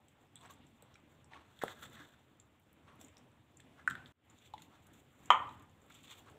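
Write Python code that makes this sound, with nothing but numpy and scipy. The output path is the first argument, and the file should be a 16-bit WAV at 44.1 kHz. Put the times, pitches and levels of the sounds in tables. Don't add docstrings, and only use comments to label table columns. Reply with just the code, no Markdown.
import sys
import numpy as np
from scipy import signal
from scipy.fft import rfft, irfft
from scipy.io import wavfile

SR = 44100
rng = np.random.default_rng(int(sys.argv[2]) if len(sys.argv) > 2 else 0)


def bounce(signal):
    frames = np.transpose(np.atleast_2d(signal))
    limited = np.clip(frames, -1, 1)
    pcm = np.round(limited * 32767).astype(np.int16)
    wavfile.write(sys.argv[1], SR, pcm)


def voltage_ratio(level):
    return 10 ** (np.asarray(level, float) / 20)


N = 281358

# (frequency [Hz], width [Hz])
PORT = [(3550, 420), (7400, 850), (5850, 350)]


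def rms_one(x):
    return x / np.sqrt(np.mean(x ** 2) + 1e-20)


def in_time(rows):
    time_s, *columns = np.transpose(rows)
    return [np.interp(np.arange(N) / SR, time_s, column) for column in columns]


def at_hz(points, hz):
    table_hz, value = np.transpose(points)
    return np.interp(np.log(hz), np.log(table_hz), value)


def drift(rate_hz):
    r = np.exp(-80 * np.pi * rate_hz / SR)
    white = rng.standard_normal(N // 40 + 2002)
    slow = signal.lfilter([1], [1, -2 * r, r * r], white)[2000:]
    return np.interp(np.arange(N) / 40, np.arange(len(slow)), rms_one(slow))


def band(x, low_hz, high_hz):
    return signal.sosfilt(signal.butter(2, [low_hz, high_hz], "band", fs=SR, output="sos"), x)


def resonance(x, hz, width_hz):
    r = np.exp(-np.pi * width_hz / SR)
    poles = [1, -2 * r * np.cos(2 * np.pi * hz / SR), r * r]
    return signal.lfilter((1 - r * r) / 2 * np.array([1, 0, -1]), poles, x)


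def coloured(spectrum, patchy_db, rate_hz):
    edges_hz = np.geomspace(spectrum[0][0], spectrum[-1][0], 13)
    white = rng.standard_normal((2, N))
    together = drift(rate_hz / 4)
    out = np.zeros(N)
    for k in range(12):
        flicker_db = patchy_db * (0.54 * together + drift(rate_hz))
        out += voltage_ratio(flicker_db) * band(white[k % 2], edges_hz[k], edges_hz[k + 1])
    hz = np.maximum(np.fft.rfftfreq(N, 1 / SR), 1)
    return rms_one(irfft(rfft(out) * voltage_ratio(at_hz(spectrum, hz)), N))


def grains(per_s, spread_db):
    sizes = voltage_ratio(spread_db * np.minimum(rng.exponential(1, N), 4)) * rng.choice([-1, 1], N)
    return rms_one(sizes * (rng.random(N) < per_s / SR))


def add(out, time_s, level_db, hz, t60_s, rise_s=0.00012):
    t = np.arange(round(SR * .15)) / SR
    at = round(time_s * SR)
    envelope = voltage_ratio(level_db - 60 * t / max(t60_s, .001)) * (1 - np.exp(-t / rise_s)) ** 2
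    ring = envelope * np.sin(2 * np.pi * hz * t)
    out[at:at + len(t)] += ring[:N - at]


def carton():
    # (frequency [Hz], level [dB], t60 [s])
    carton_modes = [(680, -27, 0.03), (896, -18, 0.12), (1002, -1, 0.026), (1057, -11, 0.069),
                    (1180, 2.5, 0.023), (1370, -13.5, 0.022), (1850, -11, 0.021), (2308, -12.5, 0.015),
                    (3103, -4, 0.018), (2840, -18.5, 0.01), (4030, -21, 0.007), (6600, -21.5, 0.0079),
                    (7510, -26.5, 0.0096)]
    blow_s, blow_db = 5.3037, -8.5
    t = np.maximum(np.arange(N) / SR - blow_s, 0)
    crack = rng.standard_normal(N) * (t > 0) * voltage_ratio(np.maximum(-60 * t / 0.14, -200))
    out = voltage_ratio(blow_db - 16.5) * band(crack, 1800, 2500)
    out += voltage_ratio(blow_db - 38.5) * band(band(crack, 5600, 9500), 5000, 7200)
    for hz, mode_db, t60_s in carton_modes:
        add(out, blow_s, blow_db + mode_db, hz, t60_s, rise_s=0.00046)
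    out = signal.sosfilt(signal.butter(2, 450, "high", fs=SR, output="sos"), out)
    out = out - .85 * resonance(out, 1580, 220) - .6 * resonance(out, 5250, 900)
    add(out, blow_s, blow_db - 39, 230, .05, rise_s=0.0016)
    return out


def thud():
    contact_s, peak_db, contact_hz = 1.6374, -19.5, 553
    phase = np.pi * contact_hz * (np.arange(N) / SR - contact_s)
    out = voltage_ratio(peak_db) * (1 - 2 * phase ** 2) * np.exp(-phase ** 2)
    for hz, mode_db, t60_s in [(251, -13.5, 0.016), (516, -17.0, 0.027), (834, -27, 0.022), (1250, -6.5, 0.012)]:
        add(out, contact_s, peak_db + mode_db, hz, t60_s, rise_s=0.00046)
    return out


def knocks():
    # (time [s], level [dB], ring [Hz], t60 [s])
    hollow_knocks = [(0.825, -62, 490, 0.036), (3.011, -60, 746, 0.02), (4.538, -44, 865, 0.038),
                     (4.578, -59, 940, 0.015)]
    # (time [s], level [dB], ring [Hz], t60 [s])
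    hard_raps = [(0.956, -52, 2380, 0.011), (0.955, -55, 1420, 0.0087), (1.335, -36, 1950, 0.006),
                 (1.969, -49, 1850, 0.012), (1.6152, -40.5, 1830, 0.013), (1.624, -45, 1300, 0.004),
                 (1.681, -26.5, 1660, 0.0055), (1.8254, -48, 1430, 0.015), (2.1393, -59.5, 1470, 0.017),
                 (3.5992, -50.5, 1770, 0.009), (3.8764, -15, 1522, 0.012), (3.8765, -46, 2360, 0.018),
                 (3.8868, -30.5, 1500, 0.0089), (3.924, -41, 1480, 0.01), (3.8985, -40.5, 1710, 0.014),
                 (3.91, -29.5, 1460, 0.0098), (3.9527, -34, 1540, 0.012), (4.58, -48.5, 2100, 0.0074),
                 (5.903, -57.5, 2237, 0.012), (5.907, -51, 1370, 0.0083)]
    # (time [s], level [dB], ring [Hz], t60 [s])
    nail_flicks = [
        (0.3566, -50.5, 3460, 0.0099),
        (0.365, -53, 3350, 0.013),
        (0.3744, -56, 3530, 0.011),
        (0.3874, -59, 3540, 0.011),
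        (0.416, -56, 3500, 0.011),
    ]
    # (time [s], level [dB], ring [Hz], t60 [s])
    large_bubbles = [(0.601, -68, 245, 0.18), (1.019, -71, 156, 0.034), (1.036, -61.5, 210, 0.033),
                     (1.367, -68, 297, 0.13), (2.0, -63.5, 295, 0.15), (2.992, -61, 236, 0.056),
                     (3.04, -63, 267, 0.14)]
    out = np.zeros(N)
    for time_s, level_db, hz, t60_s in [*hollow_knocks, *hard_raps, *nail_flicks, *large_bubbles]:
        add(out, time_s - .0003, level_db + 11.0, hz, t60_s, rise_s=0.001)
        add(out, time_s - .0003, level_db, hz * 1.131, t60_s * 1.36, rise_s=0.00096)
    return out


def ticks():
    # (time [s], level [dB], dull part [dB], fine part [dB])
    dish_ticks = [(.0832, -59.5, -60, -67), (.3561, -42, -68, -56), (.4105, -56, -58, -78),
                  (.4589, -54, -59, -74), (.5362, -55.5, -73, -83), (.6674, -62, -73, -90),
                  (.823, -52.5, -57.5, -52), (.268, -76, -80, -76), (1.0, -69, -78, -85),
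                  (.9554, -61, -56.5, -79), (1.2436, -55, -83, -86), (1.5903, -59, -48.5, -62),
                  (1.6187, -64, -63.5, -70), (1.6364, -45, -39.5, -38), (1.6806, -52, -45, -73),
                  (1.7525, -64, -70, -72), (1.8282, -66, -62, -69), (1.932, -58, -67, -56),
                  (2.142, -78, -62, -88), (1.8104, -64, -70, -62), (1.8987, -58, -72, -63),
                  (2.0663, -64, -72, -78), (1.852, -51, -61, -66), (1.954, -61, -56, -74)]
    # (time [s], level [dB], dull part [dB], fine part [dB])
    sugar_ticks = [(2.3989, -51, -60, -88), (2.5974, -73, -76, -65), (2.7292, -69, -73, -61),
                   (2.9557, -74, -74, -66), (3.0126, -47.5, -51, -55), (3.0465, -49, -63, -83),
                   (3.0829, -57, -64, -84), (3.18, -60, -74, -67), (3.3169, -66, -81, -84),
                   (3.5698, -52, -74, -64), (3.6017, -54.5, -51.5, -63), (3.8751, -42, -49.5, -47),
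                   (3.8997, -45, -42.5, -49), (3.908, -42.5, -43, -56), (3.9524, -62, -45.5, -61),
                   (4.0751, -64, -76, -75)]
    # (time [s], level [dB], dull part [dB], fine part [dB])
    carton_ticks = [(4.2981, -56, -69, -74), (4.3854, -60, -63, -83), (4.5366, -64, -50.5, -67),
                    (4.579, -68, -52, -78), (4.6199, -54.5, -52, -59), (4.8673, -63, -69, -61.5),
                    (4.9332, -66, -65, -65), (5.257, -53, -75, -87.5), (5.4909, -65, -56, -87),
                    (5.5957, -68, -65, -69), (5.6226, -66.5, -78, -64.5), (5.6955, -67.5, -71.5, -83.5),
                    (5.8172, -66.5, -75, -87.5), (5.899, -65.5, -69, -66), (5.9424, -56.5, -74, -71),
                    (6.0312, -63, -72, -66), (6.2981, -64, -67, -71), (5.8623, -73.5, -75.5, -72),
                    (5.922, -61.5, -58, -72), (5.9491, -68, -66, -64), (6.046, -66, -72, -65),
                    (6.055, -63, -62, -76), (6.1082, -58, -58, -66), (6.192, -62, -71, -73),
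                    (6.2614, -71.5, -72, -77.5), (6.311, -71, -73, -68)]
    # (time [s], level [dB], dull part [dB], fine part [dB])
    nail_ticks = [(.9413, -56.5, -57.5, -83), (1.2436, -61, -75, -82), (1.333, -72, -51.5, -84),
                  (3.0135, -55, -72, -80), (3.1687, -49, -52.5, -68), (3.7858, -69.5, -74, -84),
                  (3.877, -50, -69, -78), (4.0592, -69, -44, -79.5), (5.258, -66, -71, -86)]
    # (ticks, ring [Hz], t60 [s])
    ticking = [(dish_ticks, 7670, 0.01), (sugar_ticks, 7500, 0.015),
               (carton_ticks, 7250, 0.029), (nail_ticks, 5300, 0.0089)]
    out = np.zeros(N)
    t = np.arange(round(SR * .06)) / SR
    for table, ring_hz, t60_s in ticking:
        for time_s, ring_db, dull_db, fine_db in table:
            noise = rng.standard_normal(len(t))
            puff = noise * voltage_ratio(-60 * t / max(t60_s, .002)) * (1 - np.exp(-t / 0.00023))
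            hz = ring_hz * (1 + 0.012 * noise[0])
            ring = resonance(resonance(puff, hz, 1000), hz, 1600)
            dull = band(resonance(puff, PORT[0][0], 800), 1600, 4000)
            fine = band(band(puff, 9500, 15500), 8000, 18000)
            at = round(time_s * SR)
            for peak_db, part in [(ring_db, ring), (dull_db, dull), (fine_db, fine)]:
                out[at:at + len(t)] += (voltage_ratio(peak_db) * part / abs(part).max())[:N - at]
    return out


def pressure(strokes):
    t = np.arange(0, N + 32, 32) / SR
    out = np.full((2, len(t)), -200.)
    for peak_s, swell_s, fade_s, *peak_db in strokes:
        away = np.maximum((peak_s - t) / max(swell_s, .001), (t - peak_s) / max(fade_s, .001))
        out = np.maximum(out, np.c_[peak_db] - 30.5 * away)
    return [np.interp(np.arange(N) / SR, t, level_db) for level_db in out]


def rubs():
    # (peak time [s], swell [s], fade [s], body [dB], scratch [dB])
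    dish_rubs = [(0.51, .02, 0.056, -66, -67), (0.438, 0.08, .09, -58, -76), (.5, .06, .12, -62, -100),
                 (.57, 0.064, 0.046, -65.5, -100), (1.37, 0.11, 0.13, -62.5, -97),
                 (1.7, 0.058, .1, -59, -92), (1.835, .02, 0.096, -67, -95), (0.92, 0.088, 0.054, -74, -93),
                 (2.89, 0.074, 0.23, -60, -102), (3.012, 0.039, 0.1, -71, -68)]
    # (peak time [s], swell [s], fade [s], body [dB], scratch [dB])
    counter_rubs = [(1.62, 0.0065, 0.041, -40, -49.5), (1.634, .01, 0.066, -45, -53.5),
                    (1.718, 0.25, 0.074, -56, -57.5), (1.8, 0.13, 0.036, -62.5, -68),
                    (1.83, 0.015, 0.11, -51.5, -52), (1.858, 0.12, .02, -53.5, -58),
                    (1.942, 0.14, 0.44, -61.5, -65), (2.006, 0.2, 0.12, -55, -65),
                    (2.09, 0.14, 0.027, -72, -69), (3.798, 0.05, 0.076, -56, -86),
                    (3.94, .06, 0.09, -68, -90), (4.07, 0.031, 0.058, -66, -67)]
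    # (peak time [s], swell [s], fade [s], body [dB], scratch [dB])
    carton_rubs = [(4.302, .03, .08, -75, -76), (4.382, 0.086, .06, -76, -74.5),
                   (4.458, 0.18, 0.071, -97, -67), (4.6, 0.057, 0.15, -73, -74),
                   (4.74, 0.078, 0.12, -66, -76), (4.98, 0.087, 0.066, -96, -80.5),
                   (5.36, .04, .3, -92, -76), (5.902, 0.0057, 0.053, -65, -69.5),
                   (5.92, 0.033, .03, -72, -69), (5.956, 0.073, 0.16, -72.5, -66),
                   (6.04, 0.027, 0.14, -73, -64.5), (6.128, 0.12, 0.03, -61.5, -55),
                   (6.075, .03, .05, -76, -70), (6.2, 0.31, 0.043, -70.5, -67.5),
                   (6.284, 0.086, 0.11, -63.5, -83)]
    # (peak time [s], swell [s], fade [s], body [dB], scratch [dB])
    finger_rubs = [(.09, .03, 0.054, -88, -88), (.215, 0.017, 0.039, -90, -85), (.68, .03, .06, -92, -94),
                   (.77, 0.033, 0.036, -92, -84), (1.12, 0.032, 0.079, -73, -87),
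                   (1.48, .04, 0.033, -77, -93), (3.05, 0.07, 0.078, -92, -87),
                   (3.79, .03, .08, -91.5, -89.5), (4.83, .03, .05, -87.5, -85),
                   (4.94, .02, 0.12, -92, -82), (5.0, .08, 0.034, -86, -79.5),
                   (5.21, 0.16, 0.1, -78, -84.5), (5.26, 0.17, 0.057, -83, -79),
                   (5.53, 0.082, 0.076, -85, -84), (5.83, .05, 0.094, -90, -90)]
    # (peak time [s], swell [s], fade [s], body [dB], scratch [dB])
    dish_base_rubs = [(.456, 0.051, .12, -61.5, -105), (1.32, 0.023, 0.26, -59, -88),
                      (1.35, .05, 0.15, -65, -88), (1.41, 0.08, .06, -66.5, -95)]
    # (peak time [s], swell [s], fade [s], body [dB], scratch [dB])
    sleeve_rubs = [(1.815, 0.054, .05, -90, -79), (4.26, .04, 0.052, -92, -89), (4.63, .04, .06, -90, -90),
                   (6.19, 0.082, .06, -89.5, -83)]
    # (strokes, body [Hz], pitch spread [ln], raw slip share [0-1], rustle and fine re scratch [dB])
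    rubbed = [(dish_rubs, 1110, 0.2, .7, 1, -2), (counter_rubs, 1495, .35, 0.48, -8, -11.5),
              (carton_rubs, 1160, 0.35, 0.98, -8.5, -15.5), (finger_rubs, 2300, .45, .7, 4, -1.13),
              (dish_base_rubs, 850, .2, .7, -3, -9), (sleeve_rubs, 1500, .45, .7, 1.5, 6.9)]
    slips = grains(5000, spread_db=2.8) * voltage_ratio(2 * np.clip(drift(51), -2, 1.5))
    modes_hz = np.geomspace(750, 2200, 12)
    modes = [(-1) ** k * resonance(slips, hz, 0.036 * hz) for k, hz in enumerate(modes_hz)]
    walls = 0.2 * band(slips, 450, 2600)
    ringing = band(resonance(slips, 3450, 380), 2400, 3800)
    raw = band(slips, 2000, 3560)
    rustle = 1.5 * resonance(resonance(slips, *PORT[1]), 7400, 1500) - .25 * resonance(slips, *PORT[2])
    rustle = rms_one(band(rustle, 5600, 9000))
    fine = rms_one(band(slips, 10000, 19000) + 1.5 * resonance(slips, 14000, 1500))
    out = voltage_ratio(-92.5) * (rms_one(raw) + rustle + fine)
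    for strokes, body_hz, spread, raw_share, rustle_db, fine_db in rubbed:
        scratch = rms_one(ringing + raw_share * raw)
        scratch = scratch + voltage_ratio(rustle_db) * rustle + voltage_ratio(fine_db) * fine
        answer = np.exp(-(np.log(body_hz / modes_hz) / spread) ** 2)
        body = rms_one(walls + answer @ modes)
        body_db, scratch_db = pressure(strokes)
        out = out + voltage_ratio(body_db) * body + voltage_ratio(scratch_db) * scratch
    return out


def bubbles():
    bursts = grains(28, spread_db=-1.0)
    dealt = rng.integers(0, 10, N)
    out = np.zeros(N)
    for k, hz in enumerate(np.geomspace(205, 310, 10)):
        out += resonance(resonance(bursts * (dealt == k) + 1e-18, hz, 30), hz, 50)
    return rms_one(out)


def simmer():
    # (frequency [Hz], density [dB/Hz])
    air_spectrum = [(15, -58.5), (25, -15.5), (53, -16.5), (77, 0), (150, -2.5), (185, -9), (240, -5),
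                    (394, -12.5), (704, -16), (768, -15), (893, -16.5), (1600, -21.5), (3540, -25),
                    (4300, -37.5), (5590, -57), (9460, -120)]
    # (frequency [Hz], density [dB/Hz])
    hiss_spectrum = [(2530, -41.5), (4300, 0.5), (4770, 0), (5820, 1), (6980, 2.5), (7490, 5.5),
                     (8690, 0.5), (11900, -7), (14200, -6.5), (14900, -1), (16000, -12)]
    # (time [s], level [dB])
    vigour_table = [(0, -3.5), (.63, 3.5), (1.15, 0), (1.6, 0.5), (1.85, 4.5), (2.11, -1.5), (2.71, 0),
                    (3.01, 3.5), (3.36, 1.5), (3.85, 4.5), (3.92, 14.5), (4.1, 5.5), (4.4, -2.5),
                    (4.55, 2.5), (5.17, -3), (5.43, 7), (5.7, -0.5), (6.38, 1.5)]
    vigour_db, = in_time(vigour_table)
    air = coloured(air_spectrum, patchy_db=2.0, rate_hz=9.3)
    low = signal.sosfiltfilt(signal.butter(2, 400, fs=SR, output="sos"), air)
    hiss = coloured(hiss_spectrum, patchy_db=1.8, rate_hz=12)
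    rumble = rms_one(low) + voltage_ratio(-9.5) * bubbles()
    murmur = rms_one(air - low)
    out = voltage_ratio(-69 + 0.93 * vigour_db) * rumble
    out += voltage_ratio(-71.5 + 0.78 * vigour_db) * murmur
    return out + voltage_ratio(-88.5 + 0.83 * vigour_db) * hiss


def spits():
    t = np.arange(round(SR * .02)) / SR
    puff = rng.standard_normal(len(t)) * voltage_ratio(-60 * t / 0.014)
    specks = signal.fftconvolve(grains(25, spread_db=2.5), puff)[:N]
    return voltage_ratio(-99) * rms_one(band(specks, 5900, 16000))


def kitchen(x):
    # (frequency [Hz], t60 [s])
    room_t60 = [(250, 0.59), (1000, 0.47), (2000, 0.46), (4000, 0.22), (8000, 0.25)]
    t = np.arange(round(SR * .6)) / SR
    echo = np.zeros(len(t))
    for hz in 125 * 2. ** np.arange(7):
        noise = band(rng.standard_normal(len(t)), hz / np.sqrt(2), hz * np.sqrt(2))
        echo += noise * voltage_ratio(-60 * t / at_hz(room_t60, hz))
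    early = 1 + voltage_ratio(4.5 - 60 * t / 0.26)
    echo = echo * np.clip((t - .003) / 0.0013, 0, 1) * early
    return signal.fftconvolve(x, echo / np.sqrt(np.sum(echo ** 2)))[:N]


def scene():
    blow, push, hollow, near = carton(), thud(), knocks(), ticks()
    struck = near + hollow + push + blow
    wall_delay_s, wall_db = 0.0087, -19
    echo = voltage_ratio(wall_db) * np.roll(band(struck, 300, 4600), round(wall_delay_s * SR))
    wet = kitchen(voltage_ratio(-10) * near + voltage_ratio(-16.0) * hollow + voltage_ratio(-15.0) * push + voltage_ratio(-7.5) * blow)
    handled = struck + echo + wet + rubs()
    handled = handled - 0.58 * resonance(handled, 4860, 1200)
    return (handled + simmer() + spits())[None]


def top_cut(x):
    return signal.sosfilt(signal.butter(12, 16400, fs=SR, output="sos"), x)


def record(dry):
    # (time [s], level [dB])
    change_gain = [
        (0, 0),
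        (4.1225, -0.5),
        (4.1245, -29),
        (4.17, -17),
        (4.25, -7),
        (4.32, 1.5),
        (4.42, 2),
        (6.4, 3),
    ]
    x = signal.sosfilt(signal.butter(4, 24, "high", fs=SR, output="sos"), dry)
    x = signal.sosfilt(signal.ellip(10, .5, 70, 15600, fs=SR, output="sos"), x)
    x = .9 * np.tanh(x / .9)
    gain_db, = in_time(change_gain)
    return top_cut(x * voltage_ratio(gain_db))


dry = scene()
out = record(dry)
bounce(out)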